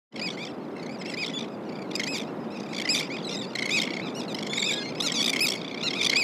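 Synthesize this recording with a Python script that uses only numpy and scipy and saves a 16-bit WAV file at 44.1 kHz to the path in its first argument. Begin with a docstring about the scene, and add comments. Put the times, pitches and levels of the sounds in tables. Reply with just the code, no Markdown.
"""Harsh, stuttering tern calls from a flock on an open beach, with surf rumbling behind the microphone.
Each call is a run of short rasps, an arched note and a quick, fading rattle; many birds overlap,
and one trills shrilly. The voice often breaks to half its pitch, which makes it harsh.
Birds further off chatter faintly, and the sand gives back only a short smear."""
import sys
import numpy as np
from scipy import signal
from scipy.fft import rfft, irfft
from scipy.io import wavfile
from scipy.ndimage import uniform_filter1d

SR = 44100
rng = np.random.default_rng(int(sys.argv[2]) if len(sys.argv) > 2 else 0)


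def bounce(signal):
    """Save signal as a 16-bit WAV file at the path given by the first command-line argument."""
    frames = np.transpose(np.atleast_2d(signal))
    limited = np.clip(frames, -1, 1)
    pcm = np.round(limited * 32767).astype(np.int16)
    wavfile.write(sys.argv[1], SR, pcm)


N = 274743
TOP_HZ = 15200
# Pitch shapes of a note: start, middle and end as shares of its pitch.
ARCH, RISE, LEVEL = (.87, 1, .84), (.85, .97, 1.02), (.93, .97, .94)
DROOP, FALL = (1, .91, .82), (1.08, .95, .92)


def undb(db):
    return 10 ** (np.asarray(db) / 20)


def level(x, db):
    """Scale to an rms level."""
    return x * undb(db) / np.sqrt(np.mean(x ** 2) + 1e-18)


def colour(hz, points):
    """Gain of a (Hz, dB) spectrum at the given frequencies."""
    f, db = np.transpose(points)
    return undb(np.interp(np.log(hz + 1), np.log(f), db))


def wander(n, rate_hz):
    """Random motion with a spread near 1: straight slides between random levels."""
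    steps = rng.standard_normal(128)
    return 1.224 * np.interp(np.arange(n) * (rate_hz / SR), np.arange(len(steps)), steps)


def add(out, s, x):
    """Mix a sound in at s seconds."""
    i = int(np.clip(s * SR, 0, N))
    out[i:i + len(x)] += x[:N - i]


def surf(db=-34.26, swell_db=0.4, rise_db=1.7):
    """Many distant breakers merge into a rumble that swells slightly."""
    # Distant surf. Each row: frequency in Hz, relative level in dB.
    spectrum = [(30, -39), (58, -41), (155, -4.5), (230, 0), (450, -6), (1000, -16), (2000, -28.5),
                (6000, -50), (15000, -59)]
    hz = np.arange(N // 2 + 1) * SR / N
    roar = irfft(rfft(rng.standard_normal(N)) * colour(hz, spectrum), N)
    build_db = np.interp(np.arange(N) / SR, [0, 2.5], [-rise_db, 0])
    return level(roar, db) * undb(build_db + swell_db * wander(N, 3.1))


def sand_scatter(x, db=-19, t60=0.32):
    """Uneven sand and dunes give back only a weak, short smear."""
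    t = np.arange(SR // 2) / SR
    tail = rng.standard_normal(len(t)) * np.exp(-np.log(1000) * t / t60)
    return undb(db) * signal.fftconvolve(x, tail / np.linalg.norm(tail))[:N]


def syrinx(seconds, pitches, db, half_db, bright_db, top_db, jitter, shimmer, flutter_hz, edge):
    """One voiced gesture: a curve of pitch whose harmonics sweep through the throat's resonances."""
    # Resonances of throat and open bill. Each row: frequency in Hz, gain in dB.
    throat = [(1250, -18), (1650, 0.5), (2100, 2), (2950, -2.5), (3500, 3), (4100, -2), (4900, 2),
              (6000, -8.5), (7600, -12.5), (8600, -22.5), (10300, -24.5), (15000, -42.5)]
    n = int(seconds * SR)
    hz = np.polyval(np.polyfit([-1, 0, 1], pitches, 2), np.linspace(-1, 1, n))
    phase = 2 * np.pi * np.cumsum(hz * (1 + jitter * wander(n, flutter_hz))) / SR
    # alternate cycles differ when the voice breaks, so half-pitch lines appear between the harmonics
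    k = np.arange(1, 15)[:, None] / 2
    lines_db = half_db * (k % 1 > 0) + bright_db * np.clip(k - 1, 0, 1)
    # loud, near calls keep their treble; soft, far ones lose it
    treble_db = (top_db + db + 32) * k * hz / TOP_HZ
    gain = colour(k * hz, throat) * undb(lines_db + treble_db) * (k * hz < SR / 2)
    # the moving bill favours now one line, now another; the membranes flutter much faster
    unsteady = np.array([undb(3 * wander(n, 42.4)) * np.exp(shimmer * wander(n, flutter_hz))
                         for _ in k])
    lines = np.sin(k * phase + rng.uniform(0, np.pi, k.shape))
    voice = np.sum(gain * unsteady * lines, axis=0)
    return level(voice, db) * signal.windows.tukey(n, edge)


def note(seconds, pitches, db, half_db, bright_db, top_db=0, swell_db=4, grate_hz=82.2, grate_db=1.5):
    """A held note: a pure whistle while the voice holds, swelling and grating as it breaks."""
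    broken = 1 / (1 + undb(-3 * half_db))
    along = np.linspace(0, 1, int(seconds * SR))
    holding_db = 20 * (1 - broken) * (1 - along ** 6)  # a clear voice breaks only at the very end
    voice = syrinx(seconds, pitches, db, half_db - holding_db, bright_db, top_db,
                   jitter=0.0032 + 0.025 * broken, shimmer=0.033 + 0.18 * broken,
                   flutter_hz=441, edge=0.083)
    grating = np.sin(2 * np.pi * (grate_hz * seconds * along + rng.uniform()))
    return voice * undb(broken * (swell_db * (along - 1) + grate_db * along * grating))


def rasp(db, hz, half_db, top_db=0, typical_s=0.013, glide=0.074, decay_db=4):
    """A tiny chirp that starts hard and dies down; the more the voice breaks, the more chaotic it is."""
    length, slant, tone = rng.uniform(-0.81, 1, 3)
    broken = 1 / (1 + undb(-half_db))
    pitches = hz * (1 + glide * np.array([slant - .5, .2, -slant - 1]))
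    voice = syrinx(typical_s * (1 + 0.27 * length), pitches, db, half_db, 3.4 * tone - 5, top_db,
                   jitter=0.044 * broken, shimmer=0.38, flutter_hz=1046, edge=0.59)
    return voice * undb(decay_db * np.linspace(.5, -.5, len(voice)))


def far_terns(near, count=540, chatter_db=-13, calm_db=-60, scatter_db=3, pitch_hz=2350):
    """Birds deeper in the flock answer the near ones: their chatter swells with each outburst."""
    near_rms = np.sqrt(np.abs(uniform_filter1d(near ** 2, int(.13 * SR))))
    excitement = undb(calm_db) + undb(chatter_db) * near_rms
    out = np.zeros(N)
    for i, (when, voice, nearness, hoarse) in enumerate(rng.uniform(-1.1, 1, (count, 4))):
        s = (i + .5 + when / 2) / count * N / SR
        db = 20 * np.log10(excitement[int(s * SR)]) + scatter_db * nearness
        hz = pitch_hz * (1 + .2 * voice)
        if i % 13:
            add(out, s, rasp(db, hz, half_db=10 * hoarse))
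        else:  # now and then a slanting note among the rasps
            pitches = hz * (1.1 - 0.0977 * np.array([1 + when, 0, 1 - when]))
            add(out, s, note(0.053, pitches, min(db, -45), half_db=2 * hoarse, bright_db=3))
    return out


def shrill_tern(chirp_s=.018, chirp_shape=(1.05, .95, 1), waver=0.026):
    """One high voice trills in short, nearly pure chirps."""
    # Each row is a trill: first and last chirp in seconds, number of chirps, level in dB, pitch in Hz.
    trills = [(3.253, 3.275, 2, -36, 4040), (3.374, 3.418, 3, -36.5, 3840), (4.577, 4.74, 8, -28, 3805)]
    out = np.zeros(N)
    for first, last, count, db, hz in trills:
        for s in np.linspace(first, last, count):
            pitches = hz * (1 + waver * rng.standard_normal()) * np.array(chirp_shape)
            chirp = syrinx(chirp_s, pitches, db, half_db=-25, bright_db=8, top_db=-16,
                           jitter=0.0021, shimmer=0.2, flutter_hz=600, edge=0.35)
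            add(out, s - chirp_s / 2, chirp)
    return out


def rattle(first, last, count, first_db, last_db, *voice, offbeat_db=-10.5, slow_gap_s=.029):
    """Evenly paced rasps, strong and weak by turns when slow: rows of time, level and voice."""
    beats = np.linspace((first, first_db), (last, last_db), count)
    gap = beats[1, 0] - beats[0, 0]
    strong = [(s, db, *voice) for s, db in beats]
    weak = [(s + gap / 2, db + offbeat_db, *voice) for s, db in beats[:-1] if gap > slow_gap_s]
    return strong + weak


def closing_rattle(end, count, note_db, top_db, delay_s=.008, gap_s=.0175, fade_db=10.5, sink=.068):
    """A note falls apart into quick rasps that fade and sink in pitch: rows as in rattle."""
    beats = []
    for i, spent in enumerate(np.linspace(0, 1, count)):
        db = note_db - 1.5 - fade_db * spent ** 2
        hz = 2330 * (1 - sink * spent)
        half_db = 7.5 - spent
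        beats.append((end + delay_s + i * gap_s, db, hz, half_db, top_db))
    return beats


def near_terns(rasp_lift_db=1.7, scatter_db=0.38, pitch_scatter=0.0363, half_scatter_db=2):
    """The birds nearest the microphone stand out of the flock; no two rasps are quite alike."""
    # Held notes. Each row: start and end in seconds, pitch shape, pitch in Hz, then base level,
    # half-pitch lines, brightness and top treble in dB, and the number of closing rasps.
    notes = [(0.213, 0.282, ARCH, 2540, -31.5, -6, -4, -4, 3),
             (0.371, 0.446, RISE, 2370, -37, 3.5, -9, 8, 3),
             (0.908, 0.963, ARCH, 2560, -49, -17, -3, 25, 0),
             (0.986, 1.028, FALL, 2740, -47, -15, 13, -2, 0),
             (1.047, 1.134, ARCH, 2730, -42.5, -2, 2, 13, 0),
             (1.169, 1.241, ARCH, 2543, -30.5, -3, -8, 0, 4),
             (1.335, 1.385, LEVEL, 3587, -33.5, -19, 1.5, -3, 4),
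             (2.064, 2.163, ARCH, 2580, -33.5, -16, -1, 10, 0),
             (2.144, 2.176, DROOP, 2570, -32.5, 5, 1, 16, 4),
             (2.502, 2.569, ARCH, 2720, -47.5, 0.5, -0.5, 14, 0),
             (2.688, 2.749, ARCH, 2700, -45.5, 2, -6, 26, 0), (2.888, 2.954, ARCH, 2580, -24, -12, 1, 4, 0),
             (3.1, 3.162, RISE, 2466, -35.5, -0.5, -2.5, -13, 3),
             (3.228, 3.254, FALL, 2272, -47, -15, 24, -8, 0),
             (3.283, 3.363, ARCH, 2780, -36, 2.5, 4, -2, 0), (3.415, 3.455, FALL, 1954, -39, 4, 7, -2, 0),
             (3.703, 3.795, ARCH, 2525, -23.5, 2.5, -9, 7, 4),
             (4.013, 4.078, ARCH, 2665, -38.5, 4.5, -8, -27, 2),
             (4.149, 4.21, ARCH, 2920, -38.5, -0.5, 4.5, 17, 3),
             (4.279, 4.331, DROOP, 2790, -39, 5, -7.5, 25, 0),
             (4.494, 4.571, LEVEL, 3610, -35, -1.5, 18, -21, 0),
             (4.639, 4.715, ARCH, 2550, -29, -0.5, -11.5, 11, 3),
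             (4.711, 4.836, LEVEL, 1726, -37.5, -0.5, 0.5, -26, 0),
             (4.759, 4.797, FALL, 3860, -35, -18, 5.5, -6, 0),
             (4.768, 4.914, LEVEL, 2192, -40.5, -4, 14.5, -21, 0),
             (5.02, 5.078, ARCH, 2827, -26.5, 3.5, 4.5, 2, 1),
             (5.139, 5.222, FALL, 2435, -25, 7, 8, -20, 0),
             (5.405, 5.462, ARCH, 2604, -23, -26, -4.5, 15.5, 6),
             (5.558, 5.586, FALL, 2420, -45, -15, 26, -17, 0),
             (5.827, 5.89, ARCH, 2817, -25.5, 7.5, -3.5, -14, 0),
             (5.946, 6.028, ARCH, 2470, -29.5, 5.5, -15.5, 10, 0),
             (6.156, 6.232, ARCH, 2550, -22.5, -22, -0.5, -8.5, 0)]
    # Rattles that lead into a note, trail after one or stand alone. Each row: first and last rasp in
    # seconds, number of strong rasps, first and last base level in dB, pitch in Hz, half-pitch lines
    # and top treble in dB.
    rattles = [(0.128, 0.199, 3, -40.5, -34.5, 2070, 5.5, -6),
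               (0.768, 0.898, 5, -43.5, -42.5, 2120, -14, 15), (1.020, 1.143, 4, -39, -33, 2098, -1, -4),
               (1.695, 1.824, 5, -46.5, -45.5, 2315, -12, 13), (1.916, 1.959, 2, -39, -28.5, 2345, 1.5, 12),
               (2.002, 2.078, 3, -28, -33, 2060, -5, 7), (2.574, 2.666, 4, -43, -46, 2490, -2, 13),
               (2.734, 2.820, 6, -36, -30.5, 2240, -1, 8), (2.857, 2.88, 2, -28, -29, 2035, -2, -16),
               (2.95, 3.000, 6, -27, -29, 2310, 6.5, 17), (3.013, 3.07, 4, -29.5, -47, 2310, 3, -2),
               (3.298, 3.346, 4, -36.5, -38, 2410, 8, 6), (3.558, 3.696, 5, -28, -26.5, 2066, -8.5, 1.5),
               (3.877, 4.003, 5, -32.5, -34.5, 2122, -4, -21),
               (4.350, 4.471, 4, -32.5, -34.5, 2080, 2.5, 5), (4.537, 4.629, 3, -28, -26, 2220, -8, -2),
               (4.863, 4.954, 4, -41, -42, 2240, -4, 1), (4.985, 5.008, 2, -51, -26, 2330, 32, -8),
               (5.102, 5.124, 2, -29.5, -27, 2150, 11, -4), (5.23, 5.3, 5, -26, -23.5, 2344, 5.5, 15),
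               (5.336, 5.396, 3, -25, -26.5, 2188, 1, 8), (5.618, 5.813, 7, -37.5, -35.5, 2330, 2, -21),
               (5.911, 5.938, 2, -30, -30, 2094, 4, -22), (6.017, 6.068, 4, -28.5, -20, 2367, 2, 1),
               (6.100, 6.169, 3, -20.5, -26, 2160, -2, -4)]
    out = np.zeros(N)
    rasps = [beat for row in rattles for beat in rattle(*row)]
    for start, end, shape, hz, db, half_db, bright_db, top_db, count in notes:
        add(out, start, note(end - start, hz * np.array(shape), db, half_db, bright_db, top_db))
        rasps += closing_rattle(end, count, db, top_db)
    for s, db, hz, half_db, top_db in rasps:
        force, tension, hoarse = rng.standard_normal(3)
        db += rasp_lift_db + scatter_db * force
        hz *= 1 + pitch_scatter * tension
        half_db += half_scatter_db * hoarse
        sound = rasp(db, hz, half_db, top_db)
        add(out, s - len(sound) / SR / 2, sound)
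    return out


def scene():
    """Near and far terns, their smear off the sand and the surf meet at one microphone."""
    near = near_terns() + shrill_tern()
    flock = near + far_terns(near)
    return (flock + sand_scatter(flock) + surf())[None]


def record(dry):
    """The sound fades in quickly; the top is cut."""
    fade = np.interp(np.arange(N) / SR, [.105, .165], [0, 1]) ** 2
    lowpass = signal.ellip(8, .2, 70, TOP_HZ, fs=SR, output="sos")
    return signal.sosfilt(lowpass, dry * fade)


dry = scene()
out = record(dry)
bounce(out)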